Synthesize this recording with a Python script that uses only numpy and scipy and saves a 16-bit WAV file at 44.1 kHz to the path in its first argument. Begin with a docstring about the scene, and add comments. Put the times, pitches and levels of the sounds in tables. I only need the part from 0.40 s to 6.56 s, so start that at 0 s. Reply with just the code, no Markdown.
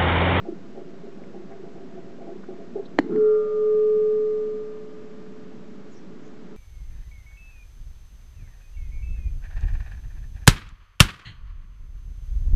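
"""A low rush fills the hull of a coasting rocket, with fits of rattling, soft knocks and faint swishes.
A clamp lets go with one sharp snap that shoves the hull, and the parts clatter as they slide apart.
A freed metal spring buzzes and swells into a ring that beats once and slowly dies away.
It is all heard, mono and dull, from a camera bolted to the hull."""
import sys
import numpy as np
from scipy import signal
from scipy.fft import rfft, irfft, next_fast_len
from scipy.io import wavfile
from scipy.ndimage import map_coordinates

SR = 44100
rng = np.random.default_rng(int(sys.argv[2]) if len(sys.argv) > 2 else 0)


def inscribe(sig):
    """Save sig as 16-bit PCM at rate SR to the path in sys.argv[1].

    A 1-D sig is mono; a 2-D sig holds one channel per row.
    Samples are clipped to [-1, 1] before scaling.
    """
    pcm = np.round(np.clip(np.atleast_2d(sig).T, -1, 1) * 32767)
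    wavfile.write(sys.argv[1], SR, pcm.astype(np.int16))


N = 271788
TIME = np.arange(N) / SR
RELEASE_S = 2.5878  # the clamp lets go


def amp(db):
    """Decibels to gain."""
    return 10 ** (np.asarray(db) / 20)


def unit(x):
    """x at rms 1."""
    return x / np.sqrt(np.mean(x ** 2) + 1e-20)


def since(s):
    """Seconds since s, zero before."""
    return np.maximum(TIME - s, 0)


def bell(x, centre, width):
    """A bell curve of height 1."""
    return np.exp(-((x - centre) / width) ** 2 / 2)


def sine(hz, t):
    """A sine of random phase."""
    return np.sin(2 * np.pi * (hz * t + rng.random()))


def wobble(rate):
    """A smooth random curve, rate knots a second."""
    return map_coordinates(rng.standard_normal(int(N * rate / SR) + 4), [TIME * rate])


def filtered(x, response):
    """x through a complex frequency response."""
    size = next_fast_len(N + SR // 2)
    return irfft(rfft(x, size) * response(np.fft.rfftfreq(size, 1 / SR)), size)[:N]


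def noise(response):
    """Fresh noise, shaped by a response, at rms 1."""
    return unit(filtered(rng.standard_normal(N), response))


def colour(points):
    """An EQ curve through (Hz, dB) points on a log axis."""
    hz, db = np.transpose(points)
    return lambda f: amp(np.interp(np.log(f + 1), np.log(hz + 1), db))


def body(modes):
    """The causal response of (Hz, width Hz, dB) resonances of alternating polarity."""
    return lambda f: sum((-1) ** k * amp(db) * 1j * f * width / (hz * hz - f * f + 1j * f * width)
                         for k, (hz, width, db) in enumerate(modes))


def impact(points, size=4096):
    """A minimum-phase pulse with a spectrum of (Hz, dB) points, at peak 1."""
    cepstrum = irfft(np.log(colour(points)(np.fft.rfftfreq(size, 1 / SR))))
    cepstrum[1:size // 2] *= 2  # folding packs the energy into the attack
    cepstrum[size // 2 + 1:] = 0
    pulse = irfft(np.exp(rfft(cepstrum)))[:size // 2]
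    return pulse / np.abs(pulse).max()


def rush(level_db=-44):
    """A steady low rush in the hull, with a thin hiss on top."""
    # the tone of the rush: (frequency [Hz], relative level [dB])
    spectrum = [(20, -25.5), (90, -24), (115, -12.5), (160, -8), (185, 0), (230, -2.5), (300, -7.5),
                (410, -7), (480, -16.5), (620, -19.5), (820, -24), (1400, -25.5), (2600, -33.5),
                (5700, -41), (8000, -46.5)]
    return amp(level_db) * noise(colour(spectrum))


def rattle(gain_db=-1, edge_hz=900, simmer_db=-49, simmer_hz=700, simmer_swing_db=2):
    """Fits of fine contacts set the hull ringing; an uneven, dull simmer lasts until the release."""
    # fits of rattling: (time [s], relative level [dB])
    bursts = [(0.043, -36), (0.344, -39), (0.64, -52), (0.785, -42), (0.928, -40.5), (1.096, -40),
              (1.226, -46), (1.344, -41.5), (1.553, -45), (1.674, -48.5), (1.774, -41), (1.858, -38),
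              (2.075, -41), (2.177, -44), (2.346, -34)]
    # the hull's resonances: (frequency [Hz], width [Hz], relative level [dB])
    hull_modes = [(276, 7.2, 1.5), (349, 20, 1.5), (382, 20, 2), (409, 10.8, 0.5), (455, 42, -7.5),
                  (562, 24.5, -5.5), (677, 12.6, 2.5), (790, 32, -6.5), (846, 20, -9.5)]
    attack_s, hold_s, fade_db_per_s = 0.0034, 0.029, 331.5

    def hull(cutoff_hz):
        """The hull's response, rolled off steeply above the cutoff."""
        return lambda f: body(hull_modes)(f) / (1 + (f / cutoff_hz) ** 12)

    force = sum(amp(db + gain_db - fade_db_per_s * since(s + hold_s))
                * (1 - np.exp(-since(s) / attack_s)) for s, db in bursts)
    contacts = rng.standard_normal(N)
    fits = filtered(force * contacts, hull(edge_hz)) / filtered(contacts, hull(edge_hz)).std()
    simmer = unit(noise(hull(simmer_hz)) * amp(simmer_swing_db * wobble(rate=14.07)))
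    return fits + amp(simmer_db) * simmer * (TIME < RELEASE_S)


def knocks(gain_db=-2, rise_s=0.0073, rebound_s=0.037, rebound_loss_db=4):
    """Each dull knock swells for a few cycles, dies quickly and rebounds once, more weakly."""
    # knocks in the hull: (time [s], relative peak [dB], pitch [Hz])
    hits = [(0.083, -21, 345), (0.376, -27, 365), (0.634, -33, 396), (0.957, -29, 365), (1.156, -33.5, 386),
            (1.234, -32, 370), (1.356, -34, 400), (1.55, -32.5, 373), (1.87, -30.5, 350),
            (1.918, -27.5, 368), (2.085, -29, 372), (2.184, -34, 401), (2.355, -18, 406), (2.656, -25, 342),
            (2.71, -17, 350)]
    out = np.zeros(N)
    t = np.arange(SR // 8) / SR
    envelope = (t / rise_s * np.exp(1 - t / rise_s)) ** 2
    for s, db, hz in hits:
        for at, level in (s, db), (s + rebound_s, db - rebound_loss_db):
            out[round(at * SR):][:len(t)] += amp(level + gain_db) * envelope * sine(hz, t)
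    return out


def swishes(width_hz=450):
    """Short, narrow puffs of hiss."""
    # faint ticks and swishes: (time [s], level [dB], centre [Hz], half length [s])
    puffs = [(.84, -55, 1900, .004), (1.128, -56, 1800, 0.0093), (2.04, -48.5, 1300, 0.0048),
             (2.461, -57.5, 3850, .006), (5.53, -68, 6800, .015), (5.575, -64.5, 5670, .022),
             (5.865, -71, 6400, .03)]
    return sum(amp(db) * bell(TIME, s, half) * noise(lambda f: bell(f, hz, width_hz))
               for s, db, hz, half in puffs)


def snap(gain_db=-2, spray_db=-28, spray_t60=0.029, spray_hz=3500, ring_db=-42, ring_t60=.24):
    """The clamp cracks open, with a short spray of treble and a faint after-ring."""
    # hard contacts of the clamp: (time [s], relative peak [dB])
    contacts = [(2.585, -24), (2.5883, 2), (2.7608, -26.5)]
    # the tone of the crack: (frequency [Hz], relative level [dB])
    crack_spectrum = [(40, -11.5), (150, -4), (400, 4), (700, 5), (1000, -1), (1250, -7), (1450, -11.5),
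                      (1650, -1), (1900, 1.5), (2250, -8.5), (2700, -24), (3000, -11.5), (3650, -32.5),
                      (4270, -15.5), (5100, -39.5), (8000, -45)]
    # the clamp's resonances: (frequency [Hz], width [Hz], relative level [dB])
    clamp_modes = [(840, 36, 1.5), (1500, 54, -3), (1840, 25, -4.5), (2030, 11, 4), (2130, 68, -6),
                   (2960, 88, -17), (4200, 170, -15.5)]
    blows = np.zeros(N)
    for s, db in contacts:
        blows[round(s * SR)] = amp(db + gain_db)
    crack = signal.fftconvolve(blows, impact(crack_spectrum))[:N]
    t = since(RELEASE_S)
    spray = amp(spray_db - 60 * t / spray_t60) * noise(lambda f: 1 / (1 + (f / spray_hz) ** 2))
    ring = amp(ring_db - 60 * t / ring_t60) * noise(body(clamp_modes))
    return crack + (t > 0) * (spray + ring)


def shove(level_db=-11.0, hz=290, cycles=3.75, stop_s=0.00066):
    """The release shoves the hull for a few even cycles."""
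    t = since(RELEASE_S)
    gate = (1 - np.tanh((t - cycles / hz) / stop_s)) / 2
    return -amp(level_db) * gate * np.sin(2 * np.pi * hz * t)


def slide(level_db=-35, bind_db=8, bind_at_s=2.73, bind_s=0.038, hold_s=.2, fade_db_per_s=130):
    """The parts chatter apart, hardest where they bind as the spring comes free, then lose touch."""
    # the tone of the scrape: (frequency [Hz], relative level [dB])
    spectrum = [(60, -41.5), (135, -29), (182, 1.5), (320, 1), (450, -1), (540, -22.5), (800, -26.5),
                (1400, -36), (2500, -52), (8000, -72.5)]
    chatter_db = 2.0
    scrape = unit(noise(colour(spectrum)) * amp(chatter_db * wobble(rate=90)))
    db = level_db + bind_db * bell(TIME, bind_at_s, bind_s) - fade_db_per_s * since(RELEASE_S + hold_s)
    return (TIME > RELEASE_S) * amp(db) * scrape


def shimmer(level_db=-51, start_s=2.698, attack_s=.006, fade_db_per_s=32, centre_hz=1320, width_hz=260):
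    """As the spring scrapes free, its crowded upper modes buzz and die away."""
    t = since(start_s)
    envelope = amp(level_db - fade_db_per_s * t) * (1 - np.exp(-t / attack_s))
    resonance = body([(centre_hz, width_hz, 0)])
    return envelope * noise(lambda f: resonance(f) ** 2)


def spring(freed_s=2.72, note_hz=428.4, note_db=-14.4):
    """The freed spring sings one strong note that beats once; weaker modes fade at their own speeds."""
    # the spring's weaker modes: (frequency [Hz], level [dB], t60 [s], swell time [s])
    weak_modes = [(429.4, -42.5, 15, .5), (511.4, -53, 2, .15), (573.5, -50.5, 9.5, .2),
                  (592, -45, 6.3, .15), (861.3, -55, 1.5, .1), (1157, -56, 2.5, .15),
                  (1207.8, -41.5, 4.9, .18), (1276, -58, 1.5, .1), (1380.9, -34.5, 1.05, .17),
                  (1685, -62, 1.5, .1), (1906, -65, 1.5, .1)]
    swell_at_s, rise_s, hold_s, fade_db_per_s2 = 2.762, .03, .3, 12.6
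    beat_at_s, close_s, open_s = 3.07, .077, .17
    dip_db, sag_hz = 11.2, 2.3  # level and pitch sag together in the beat
    half_width = np.where(TIME < beat_at_s, close_s, open_s)
    trough = 1 / (1 + ((TIME - beat_at_s) / half_width) ** 2)
    swell = (1 + np.tanh((TIME - swell_at_s) / rise_s / 2)) / 2
    level_db = note_db - dip_db * trough - fade_db_per_s2 * since(swell_at_s + hold_s) ** 2
    phase = 2 * np.pi * np.cumsum(note_hz - sag_hz * trough) / SR
    note = swell * amp(level_db) * np.sin(phase)
    t = since(freed_s)
    modes = sum(amp(db - 60 * t / t60) * (1 - np.exp(-(t / rise) ** 2)) * sine(hz, t)
                for hz, db, t60, rise in weak_modes)
    return np.sqrt(2) * (note + modes)  # the levels are rms


def scene():
    """Hull, clamp and spring, mixed to one channel."""
    mix = rush() + rattle() + knocks() + swishes() + snap() + shove() + slide() + shimmer() + spring()
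    return mix[None]


def record(dry):
    """The camera cuts off the high treble and adds a slight DC offset."""
    top_hz, offset = 8000, .014
    return offset + np.array([filtered(x, lambda f: 1 / np.sqrt(1 + (f / top_hz) ** 60)) for x in dry])


dry = scene()
out = record(dry)
inscribe(out)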